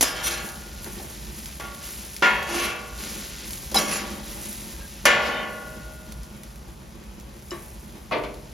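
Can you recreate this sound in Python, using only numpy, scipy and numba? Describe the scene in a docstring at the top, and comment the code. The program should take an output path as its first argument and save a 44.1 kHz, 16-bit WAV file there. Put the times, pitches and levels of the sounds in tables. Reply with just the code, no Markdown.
"""Outdoors at a gas griddle, a steel spatula knocks and scrapes fried potato cubes into a heap.
Blows and stick-slip friction excite the modes of the cooking plate, its frame and the thin blade.
Bursting steam bubbles sizzle and oil spits, livelier as the cubes are moved; burners rumble below.
Late on, the spatula is put down on a side shelf and something hollow knocks nearby."""
import sys
import numpy as np
from scipy import signal
from scipy.fft import rfft, irfft
from scipy.io import wavfile
from scipy.ndimage import uniform_filter1d
from numba import njit

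SR = 44100
rng = np.random.default_rng(int(sys.argv[2]) if len(sys.argv) > 2 else 0)


def int16_out(signal):
    """Quantize to a 16-bit WAV file."""
    q = np.round(np.clip(np.atleast_2d(signal).T, -1, 1) * 32767)
    wavfile.write(sys.argv[1], SR, q.astype(np.int16))


N = 376153
T = np.arange(N) / SR


def undb(db):
    """Logarithmic level: decibels to amplitude gain."""
    return 10 ** (np.asarray(db) / 20)


def unit(x):
    """Normalisation: scale to rms 1."""
    return x / np.sqrt(np.mean(x ** 2) + 1e-20)


def lookup(points, hz):
    """Interpolation of (Hz, value) points on a log-frequency axis."""
    point_hz, value = np.transpose(points)
    return np.interp(np.log(hz + 1), np.log(np.sort(point_hz) + 1), value)


def colour(x, points):
    """Linear filtering: multiply the spectrum by a (Hz, dB) curve."""
    size = x.shape[-1]
    gain = undb(lookup(points, np.fft.rfftfreq(size, 1 / SR)))
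    return irfft(rfft(x) * gain, size)


def stereo(mid, side, width):
    """Mid-side sum: left and right from a shared and an opposed part."""
    return np.array([mid + width * side, mid - width * side])


def add(out, s, x):
    """Superposition: mix x into out from time s on."""
    start = max(int(s * SR), 0)
    out[:, start:start + x.shape[1]] += x[:, :N - start]


def walk(rate):
    """Slow random fluctuation: steps at the given rate, smoothed twice."""
    hold = int(SR / rate)
    steps = np.repeat(rng.standard_normal(N // hold + 1), hold)
    return 1.3 * uniform_filter1d(uniform_filter1d(steps, hold), hold)[:N]


def grains(rate, spread_db, size=N):
    """Shot noise: random impulses of either sign, their levels spread exponentially in dB."""
    hit = rng.random(size) < rate / SR
    strength = undb(spread_db * np.minimum(rng.exponential(size=size), 6))
    return unit(hit * strength * rng.choice([-1, 1], size))


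def wide_noise(size, width, spectrum):
    """Broadband noise, coloured and of unit rms, with a partly opposed left and right."""
    mid, side = rng.standard_normal((2, size))
    return unit(colour(stereo(mid, side, width), spectrum))


def swell(s, rise_s, hold_s, fall_s):
    """Envelope from time s on: a smooth rise, a hold and an exponential fall."""
    rise = np.sin(np.pi / 2 * np.clip((T - s) / rise_s, 0, 1)) ** 2
    return rise * np.exp(-np.maximum(T - s - rise_s - hold_s, 0) / fall_s)


@njit
def ring(hz, t60, weight, size):
    """Modal superposition: decaying sinusoids, each with a complex weight left and right."""
    out = np.zeros((2, size))
    for k in range(len(hz)):
        pole = np.exp((2j * np.pi * hz[k] - np.log(1000) / t60[k]) / SR)
        z = 1 + 0j
        for i in range(min(size, int(t60[k] * SR))):
            out[0, i] += (weight[0, k] * z).imag
            out[1, i] += (weight[1, k] * z).imag
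            z *= pole
    return out


def body(modes, crowd, count, t60, damping, scatter):
    """Modal density: weaker modes lie evenly, ring about t60 at 1 kHz and die sooner higher up."""
    low_hz, high_hz = crowd[0][0], crowd[-1][0]
    hz = low_hz + (high_hz - low_hz) * (np.arange(count) + rng.random(count)) / count
    decay = t60 * (hz / 1000) ** -damping * np.exp(scatter * rng.standard_normal(count))
    rows = np.vstack([*modes, np.column_stack([hz, lookup(crowd, hz), decay])])
    is_main = np.arange(len(rows)) < len(modes)
    return np.column_stack([rows, is_main])  # columns: Hz, dB, t60 s, is main


def response(modes, width, low_hz=0, cut_hz=np.inf, length=1, place_db=0.8, lift_db=0):
    """Impulse response: a tap near the stiff rim misses the low modes, a soft one the high ones."""
    hz, db, t60, is_main = modes.T
    # the place of contact weights the modes at random
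    place, phase, bearing = rng.standard_normal((len(hz), 3)).T
    gain = undb(db + place_db * place + lift_db * is_main)
    gain = gain / np.sqrt(1 + (low_hz / hz) ** 4 + (hz / cut_hz) ** 4)
    spread = stereo(1.0, np.exp(2j * np.pi * bearing), width)
    weight = gain * np.exp(2j * np.pi * phase) * spread
    return ring(hz, np.clip(t60 * length, .01, 5), weight, 2 * SR)


def drive(force, tap):
    """Convolution of a force with a body's response, scaled by the energy of that response."""
    return signal.fftconvolve(force[None], tap, axes=1) / np.sqrt(np.sum(tap ** 2) / 2)


def impact(t, chatter, rate, spread_db, decay_s):
    """Impulsive contact: fading chatter with a unit impulse added at its start."""
    force = chatter * grains(rate, spread_db, size=len(t)) * np.exp(-t / decay_s)
    force[0] += 1
    return force


# spectrum of the burner rumble: frequency_hz, relative_level_db
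BURNER_SPECTRUM = [(20, -46), (31, -17), (41, -3.5), (55, 5), (72, -3), (92, -15.5), (125, -7),
                   (215, -13.5), (300, -22), (500, -26.5), (900, -27), (1500, -33.5), (4000, -61)]


def burners():
    """Turbulent combustion noise: gas flames rumble and flutter, nearly alike left and right near 130 Hz."""
    mid, side = rng.standard_normal((2, N))
    side = colour(side, [(60, -14.5), (130, -42), (300, -2.0), (900, -0.5)])
    rumble = unit(colour(stereo(mid, side, 1), BURNER_SPECTRUM))
    return rumble * undb(-40 + 1.0 * walk(11))


# underlying sizzle, which dies down once the food is heaped and left alone: time_s, relative_level_db
SIMMER_LEVEL = [(0, -49.5), (4.9, -49.5), (6.8, -59.5), (8.5, -57.5)]
# pushes that turn moist faces of the cubes onto the steel:
# start_s, swell_s, drying_s, relative levels fine_hiss_db, coarse_frying_db, tumbling_db
STIR_PUSHES = [(0.38, .1, 0.094, -41.5, -55, -49), (0.81, 0.039, 0.59, -44.5, -54.5, -45),
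               (1.251, 0.15, 0.39, -48.5, -55, -58), (1.783, 0.065, 0.42, -42.5, -46, -69),
               (2.91, 0.14, 0.5, -41, -40.5, -44.5), (3.42, 0.087, 0.21, -40.5, -62.5, -63),
               (3.74, 0.015, 0.61, -56, -58, -37.5), (3.98, 0.14, 0.082, -45.5, -49.5, -60),
               (4.21, 0.084, 0.2, -42.5, -46.5, -65), (4.289, 0.21, 0.23, -40, -49, -65),
               (5.42, 0.1, 1, -53, -72, -53), (7.18, 0.46, .4, -51, -71, -66)]
# spectra of fine hiss, coarse frying and tumbling cubes: frequency_hz, relative_level_db
HISS_SPECTRUM = [(2500, -57), (5500, -6), (8500, -2.5), (11000, 2.5), (16000, 0.5)]
FRYING_SPECTRUM = [(300, -5), (900, -7), (2000, -0.5), (5000, 0), (7500, -4), (12000, -68)]
TUMBLE_SPECTRUM = [(30, -20), (90, 8), (190, 6), (350, -2), (800, -9), (1500, -9), (4000, -10.5)]
SETTLE_DB = -51  # cubes settling in the heap, relative like the tumbling levels


def frying(frame, plate):
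    """Bubble noise: bursting steam hisses and crackles, flaring at each push; soft cubes bump the steel."""
    simmer_db = np.interp(T, *np.transpose(SIMMER_LEVEL))
    power = undb([simmer_db, simmer_db, np.full(N, SETTLE_DB)]) ** 2
    for s, rise_s, dry_s, hiss_db, fry_db, tumble_db in STIR_PUSHES:
        flare = undb([[hiss_db], [fry_db], [tumble_db]]) * swell(s, rise_s, 0, dry_s)
        power = power + flare ** 2
    hiss, fry, tumble = np.sqrt(power)
    fine = stereo(grains(rate=15000, spread_db=3.5), grains(rate=14000, spread_db=0), width=0.0088)
    coarse = stereo(grains(rate=9000, spread_db=3.0), grains(rate=9000, spread_db=-2), width=0.051)
    out = unit(colour(fine, HISS_SPECTRUM)) * hiss * undb(7.5 + 1.0 * walk(45))
    out += unit(colour(coarse, FRYING_SPECTRUM)) * fry * undb(3.5 + 0.88 * walk(35))
    bumps = unit(colour(grains(rate=160, spread_db=2.5), TUMBLE_SPECTRUM)) * tumble
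    out += undb(-5.5) * drive(bumps, response(frame, width=0.3, length=0.14))[:, :N]
    out += undb(-3.0) * drive(bumps, response(plate, width=0.58, length=0.46))[:, :N]
    return out


# the loudest spits of oil: start_s, relative_level_db
LOUD_SPITS = [(0.4888, -27), (0.557, -34), (0.844, -26), (1.458, -25), (2.165, -24), (2.4277, -25.5),
              (3.507, -26), (3.5327, -23.5), (6.122, -29.5), (6.233, -33.5), (6.434, -31.5), (6.558, -37),
              (7.199, -36), (7.392, -41.5), (7.423, -39)]
# spectrum of a spit: frequency_hz, relative_level_db
SPIT_SPECTRUM = [(600, -31), (2000, -1.5), (5000, 2.5), (9000, 0), (16000, 5.5)]
SMALL_SPITS_PER_S, SMALL_SPIT_DB, SMALL_SPIT_SPREAD_DB = 1.7, -47, 11  # spread is plus or minus


def spits():
    """Transient bursts: drops snap in the oil with a brief spray; small ones come at random."""
    out, t = np.zeros((2, N)), T[:SR // 25]
    small = []
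    for _ in range(int(SMALL_SPITS_PER_S * T[-1])):
        db = SMALL_SPIT_DB + SMALL_SPIT_SPREAD_DB * rng.uniform(-1, 1)
        small.append((rng.uniform(0, T[-1]), db))
    snap_and_spray = np.exp(-t / 0.0017) + 0.29 * np.exp(-t / 0.02)
    for s, db in LOUD_SPITS + small:
        add(out, s, undb(db) * wide_noise(len(t), 0.074, SPIT_SPECTRUM) * snap_and_spray)
    return out


# dull knocks of something hollow set down nearby: start_s, level_db, cutoff_hz, gritty_contact_db
HOLLOW_KNOCKS = [(8.112, -25.5, 1700, -43), (8.120, -24, 4500, -38), (8.155, -27, 1300, -52),
                 (8.236, -35, 4500, -36)]
# main modes of the hollow thing: frequency_hz, relative_level_db, t60_s
HOLLOW_MODES = [(125.2, 1.5, 0.76), (315, -9, 0.73), (518, 9, 0.5), (900, 4, 0.4), (1014, 7, 0.48)]
# its crowd of weaker modes: frequency_hz, relative_level_db
HOLLOW_WEAK_MODES = [(150, -8), (400, 2), (750, -0.5), (1000, 0.5), (1600, -6), (2300, -1), (3300, -7.5),
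                     (4600, -10), (6500, -23)]
# spectrum of the gritty contact: frequency_hz, relative_db_per_hz
GRIT_SPECTRUM = [(300, -12), (900, 1), (2300, 3), (4500, -5), (7000, -12), (12000, -20)]


def knocks():
    """Damped resonance: a hollow body lands on one edge, then settles with a gritty touch."""
    out, t = np.zeros((2, N)), T[:SR // 8]
    attack = SR // 25  # samples over which the level is set
    hollow = body(HOLLOW_MODES, HOLLOW_WEAK_MODES, count=240, t60=0.51, damping=0.36, scatter=0.044)
    for s, db, cut_hz, grit_db in HOLLOW_KNOCKS:
        force = impact(t, chatter=0.063, rate=900, spread_db=3.0, decay_s=0.011)
        sound = drive(force, response(hollow, width=0.43, cut_hz=cut_hz))
        add(out, s, sound * undb(db) / sound[:, :attack].std())
        grit = unit(colour(grains(rate=4000, spread_db=2.0, size=len(t)), GRIT_SPECTRUM))
        add(out, s, stereo(grit, 0, 0) * undb(grit_db) * np.exp(-t / 0.018))
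    return out


# modes of the blade's tip, then of the shelf under the handle: frequency_hz, relative_level_db, t60_s
TIP_MODES = [(2940, 1, .07), (3910, -6, 0.27), (5030, -7, .08), (5230, 12, 0.041), (7130, 1, .07),
             (8450, 0, .03)]
SHELF_MODES = [(343, 9.5, .2), (383, 11, 0.19), (663, 3, 0.49), (1070, 4.5, 0.25), (1140, 6, 0.26),
               (1220, 1, .2), (1810, -4, 0.23), (1800, -2, 0.22), (2010, -6, 0.29), (2080, 1, 0.31),
               (2850, -6, 0.18)]
PUT_DOWN_S, HANDLE_LAG_S = 7.5078, 0.009
TIP_DB, SHELF_DB = -41.5, -42.5  # gains on the summed modes


def put_down():
    """Successive impacts: the tip ticks on the side shelf and the handle drops after it with a small rattle."""
    out, t = np.zeros((2, N)), T[:SR // 8]
    landings = ((PUT_DOWN_S, TIP_DB, TIP_MODES), (PUT_DOWN_S + HANDLE_LAG_S, SHELF_DB, SHELF_MODES))
    for s, db, modes in landings:
        force = impact(t, chatter=0.022, rate=600, spread_db=2.5, decay_s=0.025)
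        tap = response(np.column_stack([modes, np.ones(len(modes))]), width=0.4, length=1.0)
        add(out, s, undb(db) * signal.fftconvolve(force[None], tap, axes=1))
    return out


# squeals of the slipping edge; the last row is a short ring, perhaps of a nudged bowl:
# start_s, length_s, pitch_hz, level_db
SQUEAL_TONES = [(0.008, .035, 10900, -25), (0.235, .05, 5860, -32), (3.748, .056, 3970, -20.5),
                (3.742, .062, 5110, -21), (3.742, .03, 9950, -25), (3.865, .125, 10120, -35),
                (3.915, .07, 6130, -38), (3.895, .11, 7190, -38), (3.905, .1, 11200, -35),
                (3.87, .09, 9320, -38), (4.78, .11, 1620, -47), (5.27, .22, 3060, -38),
                (5.29, .17, 3623, -42), (3.741, .032, 790, -19)]


def squeals():
    """Frequency modulation: squeals of the slipping edge and one short ring waver, swell and die."""
    out = np.zeros((2, N))
    for s, length_s, hz, db in SQUEAL_TONES:
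        size = int(length_s * SR)
        waver, flutter = (unit(uniform_filter1d(x, SR // 200)) for x in rng.standard_normal((2, size)))
        phase = 2 * np.pi * np.cumsum(hz * (1 + 0.0062 * waver)) / SR
        tone = unit(np.sin(phase) * undb(3.5 * flutter))
        add(out, s, stereo(tone, 0, 0) * signal.windows.hann(size) * undb(db))
    return out


# main modes of the cooking plate: frequency_hz, t60_s, then relative levels when touched at
# left_db, front_db, middle_db, back_db, far_corner_db, right_db
PLATE_MAIN_MODES = [(479, 1.9, -16.5, -10, -24, -8.5, -26.5, -11.5),
                    (577, 1.5, -13, -9, -11.5, -10.5, -15, -7),
                    (624, 0.83, -15, -21, -29.0, -21, -24.0, -16),
                    (731, 1.74, -18.0, -10, -19, -15, -20.5, -26),
                    (776.0, 1.4, -18, -8.0, -20.0, -8.0, -17.5, -7),
                    (803.0, 1.55, -16.5, -7, -23, -21, -31.5, -12),
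                    (967.0, 0.7, -11.5, -16.0, -21, -11, -13, -12.5),
                    (992, 0.52, -21, -16, -26, -16.0, -7, -19), (1103, 1.26, -8.5, -9.5, -11, -1, -12, -12),
                    (1138, 0.76, -12, -1, -1.5, 1, -23.5, 2), (1166, 1.1, -14, -8, -21.5, -2, -28, -18.0),
                    (1273, 1.15, -20, -4, -26.0, -19.0, -22, -9),
                    (1404, 1.1, -10, -2, -5.5, -2.5, -11, -10.0), (1416, 0.3, -2.5, 4.5, -7.5, 5, 6, -4.0),
                    (1434, 2.37, -12, -4.5, -16.5, -8.0, -18.5, -17.5),
                    (1482, 1.5, -11.5, -12, -30.0, -8, -26.5, -27),
                    (1620.0, 0.77, -13.5, 2, -22, -14.0, -32, -26),
                    (1663.0, 0.89, -27.5, -6.0, -24, -16.0, -18.5, -9),
                    (1724.0, 1.1, -9.5, -3, -32.0, -10, -13, -15), (1773, 0.51, -0.5, -6, -26, -5, -7, -16),
                    (1906, 0.46, -24.0, -6, -19, -4.0, -6, -14),
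                    (1984, 0.67, -6.5, -3, -21.0, -17.5, -15.0, -20),
                    (2030, 0.76, -9, -15.5, -18.0, -16, -22.0, -21),
                    (2120.0, 0.5, -24.5, -7, -17, 3, -10, -24),
                    (2160, 0.46, -6.5, -7, -12, -8.0, -5.5, -7.0),
                    (2184, 0.47, -6, -4, -12.5, -3, -9, -1.5),
                    (2211.0, 0.64, -22, -9, -25.5, -4, -28.0, -5),
                    (2315, 0.7, -24, -4, -19, 2.5, -24, -20.5),
                    (2385.0, 0.58, -9.0, -16.5, -24, -3, -33.0, -23),
                    (2420, 0.7, -14, -13, -22, -21.0, -24, -21),
                    (2541.0, 0.82, -17, -14, -18.5, -18, -28, -16),
                    (2651.0, 0.68, -17, -16.5, -21.5, 1, -17, -18),
                    (2733, 0.57, -17, 0, -14.5, 1, -11, -12.0),
                    (2864.0, 0.496, -8, -12, -19.5, -11, -16, -12.5),
                    (3010, 0.68, -14, -17, -20, -7, -27, -10.0),
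                    (3200, 0.45, -14, -0.5, -18, -18.0, -26.5, -13),
                    (3270, 0.42, -19, -9, -17.0, 0, -25.0, -23),
                    (3460, 0.35, -21, -13.5, -15, -18.5, -25.5, -18.0)]
# names of those places of contact, in column order: place
CONTACT_PLACES = ("left", "front", "middle", "back", "corner", "right")
# the shifting load of blade and food detunes each mode (rms share) and makes it flutter (rms dB)
MODE_WANDER, MODE_FLUTTER_DB = 0.001195, 2


def plate_modes():
    """Modal energy storage: contacts feed the plate's main modes by place, and they ring out unevenly."""
    step = SR // 1000  # energies are followed in steps of about a millisecond
    work = np.zeros((len(CONTACT_PLACES), len(T[::step])))
    contacts = []
    for s, place, db, *_, chatter_s, _ in BLADE_BLOWS:
        contacts.append((place, db, swell(s, 1 / SR, 0, chatter_s)))
    for s, rise_s, hold_s, place, db, *_ in BLADE_STROKES:
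        contacts.append((place, db, swell(s, rise_s, hold_s, PLATE_RELEASE_S)))
    for place, db, pressure in contacts:
        power = pressure[::step] ** 2
        work[CONTACT_PLACES.index(place)] += undb(db) ** 2 * power / power.sum()
    mid, side = np.zeros((2, N))
    for hz, t60, *place_db in PLATE_MAIN_MODES:
        fed = undb(place_db) ** 2 @ work + 1e-18
        kept = np.exp(-2 * np.log(1000) * step / (t60 * SR))  # energy share left after one step
        energy = signal.lfilter([1], [1, -kept], fed)
        load, flutter = (unit(uniform_filter1d(x, size=50)) for x in rng.standard_normal((2, len(fed))))
        # each push shifts the phase
        jostle = np.cumsum(rng.standard_normal(len(fed)) * np.sqrt(fed / energy / 2))
        drift = 2 * np.pi * hz * MODE_WANDER * np.cumsum(load) * step / SR
        phase = 2 * np.pi * hz * T + np.interp(T, T[::step], jostle + drift)
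        swing = np.interp(T, T[::step], np.sqrt(energy) * undb(MODE_FLUTTER_DB * flutter))
        mid += swing * np.sin(phase)
        side += swing * np.sin(phase + 2 * np.pi * rng.random())
    return stereo(mid, side, width=0.37)


# strokes of the blade: start_s, swell_s, hold_s, place, then relative levels
# main_plate_modes_db, blade_db, weaker_plate_modes_db, frame_db
BLADE_STROKES = [(0.031, 0.023, 0.029, "front", -42, -30.5, -43, -38),
                 (0.101, 0.074, 0.047, "front", -39.5, -40, -34.5, -41.5),
                 (0.214, 0.042, 0.01, "front", -42.5, -25.5, -35, -39.5),
                 (0.29, 0.028, 0.009, "front", -43.5, -32, -35, -44),
                 (0.322, 0.025, 0.04, "front", -50.5, -51, -42, -43),
                 (2.43, 0.096, 0.025, "back", -42, -34.5, -32.5, -30),
                 (2.509, 0.078, 0.057, "back", -34, -30.5, -28, -37.5),
                 (3.746, 0.019, 0.0078, "right", -32, -21.5, -29, -27.5),
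                 (3.852, 0.041, 0.068, "right", -38, -30, -30, -43),
                 (5.19, 0.071, 0.011, "left", -31, -43, -30.5, -28.5),
                 (5.31, 0.039, 0.025, "left", -32, -60, -44, -34)]
# spectrum of the rubbing force: frequency_hz, relative_level_db
RUB_SPECTRUM = [(40, -35), (100, -15), (200, 0.5), (500, -2.5), (1200, 3.5), (3000, 3), (7000, -1.5),
                (16000, 1)]
# as the hand eases off, the edge stops biting before it stops dragging
BLADE_RELEASE_S, PLATE_RELEASE_S = 0.044, 0.063


def scrapes(frame, plate, blade):
    """Stick-slip friction: the edge catches on the seasoned steel; its pressure damps the blade."""
    out = np.zeros((2, N))
    for s, rise_s, hold_s, _, _, blade_db, plate_db, frame_db in BLADE_STROKES:
        span = slice(int(s * SR), int(s * SR) + SR)
        rub = unit(colour(grains(rate=6000, spread_db=2.5, size=SR), RUB_SPECTRUM))
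        slips = undb(2.2 * walk(160)[span]) * rub
        edge = slips * undb(blade_db) * swell(s, rise_s, hold_s, BLADE_RELEASE_S)[span]
        bed = slips * swell(s, rise_s, hold_s, PLATE_RELEASE_S)[span]
        blade_tap = response(blade, width=0.05, length=0.39, place_db=4.5, lift_db=1.5)
        add(out, s, undb(1.5) * drive(edge, blade_tap))
        add(out, s, stereo(edge, 0, 0))  # the rubbing itself, without resonance
        add(out, s, undb(plate_db - 2.0) * drive(bed, response(plate, width=0.37, length=0.45)))
        add(out, s, undb(frame_db) * drive(bed, response(frame, width=0.36)))
    return out


# blows of the spatula; the last row is the diffuse rattle of its being put down:
# start_s, place, then levels main_plate_modes_db (relative), frame_db,
# weaker_plate_modes_db, blade_db, contact_click_db, thump_db,
# then lowest_plate_hz, contact_cutoff_hz, chatter_s, ring_length_share
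BLADE_BLOWS = [(0.0095, "front", -43.5, -33, -32, -22, -8, -32, 300, 5000, 0.0081, 0.71),
               (0.0268, "front", -43, -40, -31, -26.5, -6.5, -24, 300, 5000, 0.0037, 0.75),
               (0.862, "middle", -70, -52, -45, -62, -50, -43, 504, 1800, 0.0027, 0.25),
               (0.999, "middle", -64, -44.5, -52, -68, -62, -42, 300, 700, 0.0049, 0.5),
               (1.599, "middle", -37, -39, -40, -48, -46, -48, 750, 2080, 0.003, 0.54),
               (1.639, "middle", -38.5, -43, -55, -51, -53, -58, 912, 1256, 0.0044, 0.61),
               (2.223, "corner", -15, -25.5, -19, -32.5, -39, -20, 800, 2520, 0.02, 0.83),
               (3.715, "right", -62, -36.5, -53, -42.5, -31, -35, 312, 1480, 0.0023, 0.81),
               (3.744, "right", -32.5, -26, -39, -28.5, -14, -32, 500, 1500, 0.014, 0.77),
               (5.054, "left", -15, -26.5, -18, -21, -11.5, -12.5, 297, 4486, 0.0049, 1),
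               (7.515, "left", -56, -43, -43.5, -51.5, -54.5, -58, 676, 2000, 0.016, 0.72)]
# spectra of the contact click and of the sheet giving way: frequency_hz, relative_db_per_hz
CLICK_SPECTRUM = [(40, -35), (150, -15), (400, -6.5), (2500, -11.5), (6000, -10.5), (10000, -2),
                  (16000, -3)]
THUMP_SPECTRUM = [(40, -45), (150, -19), (255, 6), (380, -8), (600, -1.5), (1100, -11), (3000, -37)]
BLADE_LIFT_DB = -1.5  # the main modes of the gripped blade stand out less
BLADE_CUT_RATIO = 2.9  # the light blade takes up higher frequencies from a contact than the plate does


def blows(frame, plate, blade):
    """Impact excitation: blows, and the final rattle, click, thump, chatter and ring three bodies."""
    out, t = np.zeros((2, N)), T[:SR // 8]
    attack = SR // 25  # samples over which each body's level is set
    for blow in BLADE_BLOWS:
        s, _, _, frame_db, plate_db, blade_db, click_db, thump_db, low_hz, cut_hz, chatter_s, length = blow
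        force = impact(t, chatter=0.049, rate=900, spread_db=4.0, decay_s=chatter_s)
        frame_tap = response(frame, width=0.33, length=length)
        plate_tap = response(plate, width=0.31, low_hz=low_hz, cut_hz=cut_hz, length=length)
        blade_tap = response(blade, width=0.064, cut_hz=BLADE_CUT_RATIO * cut_hz, length=length,
                             lift_db=BLADE_LIFT_DB)
        for tap, db in ((frame_tap, frame_db), (plate_tap, plate_db), (blade_tap, blade_db)):
            sound = drive(force, tap)
            add(out, s, sound * undb(db) / sound[:, :attack].std())
        click = wide_noise(len(t), 0.027, CLICK_SPECTRUM)
        add(out, s, undb(click_db) * click * np.exp(-t / 0.0075))
        thump = wide_noise(len(t), 0.18, THUMP_SPECTRUM)
        add(out, s, undb(thump_db) * thump * np.exp(-t / 0.0061))
    return out


# strongest modes of the sheet-metal frame, then of the blade: frequency_hz, relative_level_db, t60_s
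FRAME_MODES = [(169.2, -6, 0.99), (216, 1.5, 1), (265.6, 3.5, 0.27), (280, -11, 0.3), (339, 4, 0.16),
               (346, 9, 0.56), (542, 4, 0.26), (814, 1, 0.35)]
BLADE_MODES = [(3180, -1, 0.31), (3700, -28, 0.29), (5060, 8.5, 0.22), (5740, -12, 0.21), (6070, -9, 0.37),
               (6820, 5, 0.43), (7300, 4, 0.43), (9100, 7, 0.25), (9560, 9, 0.16), (10000, 0, 0.29),
               (10600, 11, 0.22), (10900, 4, 0.13), (11200, -7, .22), (12200, -4, .2)]
# the crowd of weaker modes in each body: frequency_hz, relative_level_db
FRAME_WEAK_MODES = [(130, -25), (260, -10), (400, -6.5), (750, -7.5), (1200, -13)]
PLATE_WEAK_MODES = [(400, -11), (900, -12.5), (1400, -12.5), (2100, -10.5), (3000, -12), (4500, -15.5),
                    (7500, -21)]
BLADE_WEAK_MODES = [(2200, -11.5), (3500, -3.5), (6000, 3.5), (9500, -7.5), (12500, 5), (16000, -22)]


def scene():
    """Superposition of all sources, with spatula and food sharing one griddle."""
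    frame = body(FRAME_MODES, FRAME_WEAK_MODES, count=70, t60=0.74, damping=0.16, scatter=0.38)
    plate = body([], PLATE_WEAK_MODES, count=220, t60=1.0, damping=0.45, scatter=0.45)
    blade = body(BLADE_MODES, BLADE_WEAK_MODES, count=190, t60=0.46, damping=0.56, scatter=0.2)
    background = burners() + frying(frame, plate) + spits() + knocks()
    foreground = put_down() + squeals() + plate_modes() + scrapes(frame, plate, blade)
    return background + foreground + blows(frame, plate, blade)


# overall response: frequency_hz, gain_db
MIC_RESPONSE = [(20, -2.5), (6000, -1), (9000, 1.5), (11000, -3.5), (12800, -7.5), (14300, -2.5),
                (15600, -3)]
# level of left over right: frequency_hz, difference_db
STEREO_LEVEL = [(60, -0.4), (150, -2.5), (300, 0), (1100, 0.8), (2300, 1.5), (4400, 1.6), (9000, -0.5)]
# phase of left over right: frequency_hz, lead_rad
STEREO_PHASE = [(20, 0), (5900, 0), (7000, -1.3), (8250, -3.1), (11700, -6.3), (14900, -9.4), (16000, -9.9)]
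TOP_HZ = 15950


def record(dry):
    """Linear filtering and saturation: left and right differ in level and phase; peaks round, the top is cut."""
    hz = np.fft.rfftfreq(N, 1 / SR)
    half = np.array([[1], [-1]]) / 2  # each channel takes half of the difference
    gain = undb(lookup(MIC_RESPONSE, hz) + half * lookup(STEREO_LEVEL, hz))
    channels = gain * np.exp(1j * half * lookup(STEREO_PHASE, hz))
    heard = irfft(rfft(dry) * channels, N)
    rounded = 1.25 * np.tanh(heard / 1.25)
    low_pass = signal.ellip(10, .2, 80, TOP_HZ, fs=SR, output="sos")
    return signal.sosfilt(low_pass, rounded)


dry = scene()
out = record(dry)
int16_out(out)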